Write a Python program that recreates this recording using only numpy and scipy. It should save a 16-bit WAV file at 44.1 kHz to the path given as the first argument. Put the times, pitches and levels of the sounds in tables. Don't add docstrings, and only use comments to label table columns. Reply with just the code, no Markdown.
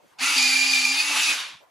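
import sys
import numpy as np
from scipy import signal
from scipy.fft import rfft, irfft, next_fast_len
from scipy.io import wavfile
from scipy.ndimage import uniform_filter1d, map_coordinates

SR = 44100
rng = np.random.default_rng(int(sys.argv[2]) if len(sys.argv) > 2 else 0)


def to_wav(s):
    ch = np.atleast_2d(s).T
    pcm = np.round(np.clip(ch, -1, 1) * 32767)
    wavfile.write(sys.argv[1], SR, pcm.astype(np.int16))


def level_to_linear(level):
    exponent = np.asarray(level, float) / 20
    return 10 ** exponent


N = 74970
TIME_S = np.arange(N) / SR
SIDES = np.array([[1], [-1]])

# (time [s], shaft speed [Hz], tooth load [dB])
NEAR_RUN = [(.185, 71.6, -5), (.212, 257.6, -10), (.26, 286.6, -23), (0.356, 287.4, -6), (.385, 259.7, 0.5),
            (.47, 263.7, 1), (0.571, 264.6, 6), (.62, 266.9, 4), (.71, 268.7, -1), (.75, 262.4, 5),
            (.79, 264.2, 4), (.82, 258.5, 0), (.92, 262.2, 0), (.97, 264.3, -4.5), (1.02, 266.4, -10),
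            (1.051, 283.8, -19), (1.2, 284.5, -7.5), (1.27, 279.8, -6), (1.295, 280.8, 1),
            (1.33, 278.8, 0.5), (1.365, 276.8, -4)]
FAR_RUN = [(0.187, 79.7, 17), (.225, 274.4, -1), (.255, 286.5, -2.5), (.32, 286.8, 3), (.36, 287.4, 5),
           (.40, 270.3, 5), (0.471, 273.1, 8.5), (0.57, 270.7, -7), (.67, 270.3, -1), (.75, 272, -0.5),
           (0.878, 268.2, 4.5), (0.949, 274.4, -1), (0.992, 278.9, 9.5), (1.05, 282, 0),
           (1.085, 288.7, -11), (1.12, 295, -3), (1.165, 285.4, -4.5), (1.2, 289.6, -0.5),
           (1.25, 290.6, -2.5), (1.328, 282, -18)]
NOSE_RUN = [(.19, 147.4, 15), (.225, 299, 7), (0.251, 311.7, 10), (0.351, 309.9, 7), (0.41, 302.2, -2),
            (.6, 302.6, -12.5), (.8, 302.3, -4), (0.971, 305.8, -4), (1.081, 305.3, -0.5),
            (1.149, 309, -0.5), (1.336, 303.7, 2)]
# (multiple of shaft speed [-], level [dB], share of load followed [dB/dB], roughness [0-1])
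NEAR_TONES = [(3, -48.5, 0.15, 0.2), (7, -57.5, -1.03, 0.26), (8, -40, -0.17, 0), (9, -30.5, 1.46, 0.63),
              (10, -48.5, 0.068, .6), (17, -54.5, 1, 0.3), (18, -38.5, 1.6, 0.11)]
FAR_TONES = [(3, -43.5, 0.1, 0.35), (8, -62.5, 0.26, 0.51), (9, -30.5, 0.6, 0.49), (10, -61, 2.5, 0.38),
             (16, -46, 1.2, 0.59), (17, -41, 0.58, 0.23), (18, -43, 0.54, 0.56)]
NOSE_TONES = [(3, -48, 0.53, 0.81), (3.95, -46.5, 0.62, 0.52), (4.42, -54.5, 2.06, 0.77),
              (9, -37, .4, 0.38), (14, -44.5, 0.35, 0.5)]
# (pan L-R [dB], coasting time [s], grinding [dB], waver [dB], speed scatter [%])
MOUNTS = [
    (-2, 0.28, -30.5, 3, 0.25),
    (-1.3, 0.29, -30.5, 0.3, 0.32),
    (1.8, 0.22, -31, 1.2, 0.3547),
]
# (time [s], level [dB])
DRIVE = [(.19, -10), (.35, -5), (.37, 1.5), (.6, -0.5), (.76, -2.5), (.92, 2.5), (1.0, 0), (1.07, 1),
         (1.14, 2.5), (1.2, 3.5), (1.23, -4.5), (1.36, -4)]
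# (time [s], effort [dB])
EFFORT = [(0.187, -11), (.35, -8), (.375, 4.5), (.41, 2), (.6, -0.5), (0.698, 0.5), (.9, 0.5), (.97, -5),
          (1.0, 0.5), (1.025, -7.5), (1.045, -9.5), (1.17, -18.5), (1.24, -1.5), (1.331, -15.5),
          (1.36, -12.5)]
# (time [s], peak [dB])
PINION_SWELLS = [(0.3972, -16), (0.4047, -1), (0.4262, -8), (0.4373, -12), (0.4658, -16), (0.508, -12),
                 (0.5399, -21), (0.5927, -8), (0.6118, -13), (0.6317, -16.5), (0.6644, -12), (0.6986, -11),
                 (0.7344, 6), (0.7759, -11), (0.8183, -12), (0.8507, -7), (0.9125, -21), (0.9201, -10.5),
                 (1.0039, -9), (1.0328, -22), (1.1151, -18.5), (1.2034, -26.5), (1.2633, -20), (1.2918, -15)]
# (centre [Hz], width [Hz], boost [dB])
BODY_HUMPS = [(2425, 97, 4)]
# (frequency [Hz], density [dB per Hz])
GRIND_SPECTRUM = [(25, -55), (110, -39.5), (280, -27), (520, -33), (890, -24.5), (2600, -6), (12000, -19),
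                  (15600, -34)]
# (centre [Hz], width [Hz], boost, or cut if negative [dB])
SHELL_HUMPS = [(900, 250, 2), (1240, 77, -2), (2098, 17, 2.5), (2360, 36, 4.5), (2700, 830, 1.5),
               (4210, 1500, 2.5), (6500, 2200, 3.5), (8500, 400, -5.5), (10120, 790, 6.5),
               (12900, 2100, -7.5)]
# (frequency [Hz], density [dB per Hz])
IDLE_SPECTRUM = [(100, -34), (300, -28), (600, -12), (1300, -1), (2000, -4), (3500, -15), (6000, -49.5)]
# (time [s], frequency [Hz], level [dB])
FOAM_SHAKE = [(0.19, 240.5, -78), (0.216, 259, -46), (0.238, 268, -41.5), (0.272, 286.5, -54),
              (0.306, 286.6, -48), (0.348, 286.5, -53), (0.368, 265, -40.5), (0.398, 260.2, -42.5),
              (0.7, 268.1, -45), (0.872, 256, -46), (0.908, 267.2, -42), (1.018, 283.2, -58),
              (1.11, 287.6, -44), (1.166, 264.3, -51.5), (1.244, 284.5, -59), (1.326, 281, -47),
              (1.342, 277.8, -63), (1.38, 263, -57)]
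# (centre [Hz], width [Hz], level [dB])
STRAIN_MODES = [(4710, 690, 1.5), (2496, 100, -11), (6740, 1170, -10)]
# (time [s], level [dB], thump [Hz])
KNOCK_EVENTS = [
    (0.186, -44, 243.4),
    (0.363, -22, 373),
    (.379, -26.5, 368),
    (0.814, -26, 291),
    (1.001, -42, 353),
    (1.161, -28.5, 325),
    (1.194, -30, 450),
    (1.293, -29, 524),
    (1.319, -33, 296),
    (1.4, -34, 383),
]
# (centre [Hz], width [Hz], boost, or cut if negative [dB])
KNOCK_DIP = [(4860, 700, -3)]
# (time [s], peak [dB])
TOOTH_SLAPS = [(0.382, -10), (0.428, -10), (0.478, -16), (.714, -15), (.747, -14), (.853, -14),
               (0.986, -29), (1.006, -20.5), (1.227, -21), (1.294, -18), (1.317, -17), (1.327, -18),
               (1.403, -26.5)]
# (frequency [Hz], density [dB per Hz])
COAST_SPECTRUM = [(290, -55), (500, -25.5), (635, -22.5), (1040, 1.5), (1790, -2.5), (3170, 3),
                  (6770, -14.5), (12000, -34.5), (15600, -55.5), (22000, -120)]
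# (frequency [Hz], left-right likeness [0-1])
GEAR_LIKENESS = [(60, 0.091), (180, 0.45), (550, 0.72), (1650, 0.76), (4970, 1), (9000, 0.9),
                 (15000, 0.308)]
# (frequency [Hz], depth [dB])
PATCH_DEPTH = [(300, 5.5), (3000, 1.5), (10000, 3.5), (12500, 4)]
# (frequency [Hz], T60 [s])
ROOM_T60 = [(200, 0.15), (2000, 0.17), (10000, 0.05)]
# (frequency [Hz], density [dB per Hz])
AIR_SPECTRUM = [(25, -23), (120, -6.5), (399, -2.5), (560, 1), (895, 0.5), (1900, -8.5), (8350, -22.5),
                (15600, -27)]
# (frequency [Hz], left-right likeness [0-1])
AIR_LIKENESS = [(60, 0.092), (500, 0.16), (5000, 0.53)]


def motor(run, orders, mount):
    pan_db, coast_s, grind_db, waver_db, scatter_pct = mount
    time_s, speed_hz, load = np.transpose(run)
    start_s, off_s = time_s[0], time_s[-1]
    load_db = np.interp(TIME_S, time_s, load)
    coasting = np.clip((TIME_S - off_s) / coast_s, 0, 1)
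    shaft_hz = np.interp(TIME_S, time_s, speed_hz) * (TIME_S > start_s) * (1 - coasting)
    turns_rad = 2 * np.pi * np.cumsum(shaft_hz * (1 + scatter_pct / 100 * wobble(44.98))) / SR
    power = np.clip((off_s - TIME_S) / 0.021, 0, 1) * (TIME_S > start_s)
    speed = shaft_hz / speed_hz.max()
    tones = sum(whine(*order, turns_rad, shaft_hz, load_db, waver_db) for order in orders)
    tones = np.sqrt(2) * tones * power * speed ** 4.5
    noise = grinding(grind_db, speed, turns_rad, load_db, power)
    return (tones + noise) * level_to_linear(pan_db / 2 * SIDES)


def whine(multiple, db, follows, rough, turns_rad, shaft_hz, load_db, waver_db):
    errors_hz = 110
    errors = (wobble(errors_hz) + 1j * wobble(errors_hz)) / np.sqrt(2)
    fuzz = np.sqrt(1 - rough ** 2) + rough * errors
    phase_rad = multiple * turns_rad + 2 * np.pi * rng.random() + 0.38 * SIDES * wobble(9.6)
    level_db = db + follows * load_db + humps(BODY_HUMPS, multiple * shaft_hz)
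    level_db = level_db + 2 * rough * waver_db * wobble(19.95) + 1.6 * SIDES * wobble(11.45)
    if multiple == 3:
        drive = level_to_linear(over_time(DRIVE))
    elif multiple >= 9:
        drive = pinion_swell()
    else:
        drive = 1
    return drive * level_to_linear(level_db) * np.real(fuzz * np.exp(1j * phase_rad))


def pinion_swell():
    usual_db, lag_s, width_s = -15, 0.002, 0.0034
    swell = sum(level_to_linear(db - usual_db) * np.exp(-((TIME_S - s - lag_s) / width_s) ** 2) for s, db in PINION_SWELLS)
    return level_to_linear(3.5 * np.clip(swell, 0, 1.5))


def grinding(grind_db, speed, turns_rad, load_db, power):
    treble_hz, idle_db, modes_db, modes_spacing_hz = 5570, -48, 2.5, 59.97
    uneven = level_to_linear(0.52 * wobble(64.0) + 2.02 * wobble(9.14))
    swell = (1 + 0.17 * np.cos(turns_rad)) * uneven
    level = swell * speed ** 1.6 * level_to_linear(grind_db + 0.12 * load_db - 4 * (0.5 - power))
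    idle = level * level_to_linear(idle_db - grind_db - 0.56 * over_time(EFFORT))
    modes = rng.standard_normal(400)

    def colour(hz):
        small_db = modes_db * map_coordinates(modes, [hz / modes_spacing_hz])
        return level_to_linear(along(GRIND_SPECTRUM, hz) + humps(SHELL_HUMPS, hz) + small_db)

    whole = rush(colour, GEAR_LIKENESS, level) + rush(spectrum(IDLE_SPECTRUM), GEAR_LIKENESS, idle)
    treble = filtered(whole, lambda hz: hz ** 2 / (hz ** 2 + treble_hz ** 2))
    return whole - (1 - speed ** 2.7) * treble


def strain():
    lifting = (TIME_S > EFFORT[0][0]) & (TIME_S < EFFORT[-1][0])
    level_db = -27.5 + 1.5 * over_time(EFFORT) + 0.774 * wobble(59.75) + 0.6 * wobble(1.7)

    def ring(hz):
        modes = sum(level_to_linear(db) / (1 + (2 * (hz - c) / w) ** 2) for c, w, db in STRAIN_MODES)
        return modes * hz / (hz + 1500)

    return rush(ring, GEAR_LIKENESS, lifting * level_to_linear(level_db))


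def knocks():
    rise_s, rattle_t60_s, thump_t60_s, thump_db, top_hz = 0.0012, 0.14, 0.025, -12.5, 7000
    bursts, thumps = np.zeros(N), np.zeros(N)
    for s, db, thump_hz in KNOCK_EVENTS:
        age_s = np.maximum(TIME_S - s, 0)
        rise = 1 - np.exp(-age_s / rise_s)
        bursts += rise * level_to_linear(db - 60 * age_s / rattle_t60_s)
        thump = np.sin(2 * np.pi * thump_hz * age_s)
        thumps += rise * level_to_linear(db + thump_db - 60 * age_s / thump_t60_s) * thump

    def colour(hz):
        return level_to_linear(along(GRIND_SPECTRUM, hz) + humps(KNOCK_DIP, hz)) / (1 + (hz / top_hz) ** 2)

    return rush(colour, GEAR_LIKENESS, bursts) + thumps


def hum():
    time_s, shake_hz, db = np.transpose(FOAM_SHAKE)
    phase_rad = 2 * np.pi * np.cumsum(np.interp(TIME_S, time_s, shake_hz)) / SR
    phase_rad = phase_rad + 0.23 * SIDES * wobble(8)
    level_db = np.interp(TIME_S, time_s, db, -120, -120) + wobble(40)
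    return np.sqrt(2) * level_to_linear(level_db) * np.sin(phase_rad)


def ticks():
    t60_s, slaps = 0.0089, np.zeros(N)
    for s, db in TOOTH_SLAPS:
        age_s = TIME_S - s
        slaps += (age_s > 0) * level_to_linear(db - 6 - 60 * np.abs(age_s) / t60_s)
    return rush(spectrum(GRIND_SPECTRUM), GEAR_LIKENESS, slaps)


def coast():
    start_s, level_db, rise_s, fall_s, low_hz = 1.34, -30.5, 0.026, 0.33, 450
    age_s = np.maximum(TIME_S - start_s, 0)
    fall = np.clip(1 - age_s / fall_s, 0, 1) ** 2.2
    level = level_to_linear(level_db) * (1 - np.exp(-age_s / rise_s)) * fall
    colour = spectrum(COAST_SPECTRUM)
    return rush(lambda hz: colour(hz) * hz ** 2 / (hz ** 2 + low_hz ** 2), GEAR_LIKENESS, level)


def room(x):
    hz, time_s, z = signal.stft(rng.standard_normal((2, SR // 3)), SR, nperseg=256)
    decay = level_to_linear(-60 * time_s / along(ROOM_T60, hz)[:, None])
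    tail = signal.istft(z * decay, SR, nperseg=256)[1]
    delayed = np.pad(x, (300, 0))[None]
    return signal.fftconvolve(delayed, tail / np.linalg.norm(tail[0]), axes=1)[:, :N]


def air():
    rustle_s, rustle_length_s, rustle_db = 0.097, 0.061, -66.5
    hush = rush(spectrum(AIR_SPECTRUM), AIR_LIKENESS, level_to_linear(-59 + 1.8 * wobble(36.0)))
    puff = level_to_linear(rustle_db + wobble(150)) * np.exp(-((TIME_S - rustle_s) / rustle_length_s) ** 2)
    return hush + rush(spectrum(GRIND_SPECTRUM), GEAR_LIKENESS, puff)


def rush(gain, likeness, envelope):
    def shape(hz):
        angle = np.arccos(np.clip(along(likeness, hz), -1, 1)) / 2
        return gain(hz) * np.array([np.cos(angle), np.sin(angle)])

    noise = patches(rng.standard_normal((2, N)))
    rms = np.std(np.sum(filtered(noise, shape), axis=0))
    mid, side = filtered(noise * envelope, shape) / rms
    return np.array([mid + side, mid - side])


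def patches(x):
    hz, _, z = signal.stft(x, SR, nperseg=512)
    field = uniform_filter1d(rng.standard_normal(z.shape[1:]), size=3, axis=0)
    field = uniform_filter1d(field, size=6, axis=1)
    gain = level_to_linear(along(PATCH_DEPTH, hz)[:, None] * unit(field))
    return signal.istft(z * gain, nperseg=512)[1][:, :N]


def wobble(rate_hz):
    step = 16
    coarse = np.arange(0, N + step, step)
    knots = rng.standard_normal(N // step)
    return np.interp(np.arange(N), coarse, map_coordinates(knots, [coarse * rate_hz / SR]))


def filtered(x, response):
    m = next_fast_len(N + 8192)
    return irfft(rfft(x, m) * response(np.fft.rfftfreq(m, 1 / SR)), m)[..., :N]


def unit(x):
    return x / np.sqrt(np.mean(x ** 2) + 1e-20)


def over_time(points):
    return np.interp(TIME_S, *np.transpose(points))


def along(points, hz):
    f, v = np.transpose(points)
    return np.interp(np.log(hz + 1), np.log(f + 1), v)


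def spectrum(points):
    return lambda hz: level_to_linear(along(points, hz))


def humps(rows, hz):
    return sum(db / (1 + (2 * (hz - c) / w) ** 2) for c, w, db in rows)


def scene():
    near = motor(NEAR_RUN, NEAR_TONES, MOUNTS[0])
    far = motor(FAR_RUN, FAR_TONES, MOUNTS[1])
    nose = motor(NOSE_RUN, NOSE_TONES, MOUNTS[2])
    gear = near + far + nose + strain() + knocks() + hum() + ticks() + coast()
    into_room = filtered(gear.mean(axis=0), lambda hz: hz / (hz + 598))
    return gear + level_to_linear(-10) * room(into_room) + air()


def band_limit(x):
    return signal.sosfilt(signal.butter(12, 15670, fs=SR, output="sos"), x)


def record(dry):
    mix = filtered(dry, lambda hz: hz < 15250)
    return band_limit(mix)


dry = scene()
out = record(dry)
to_wav(out)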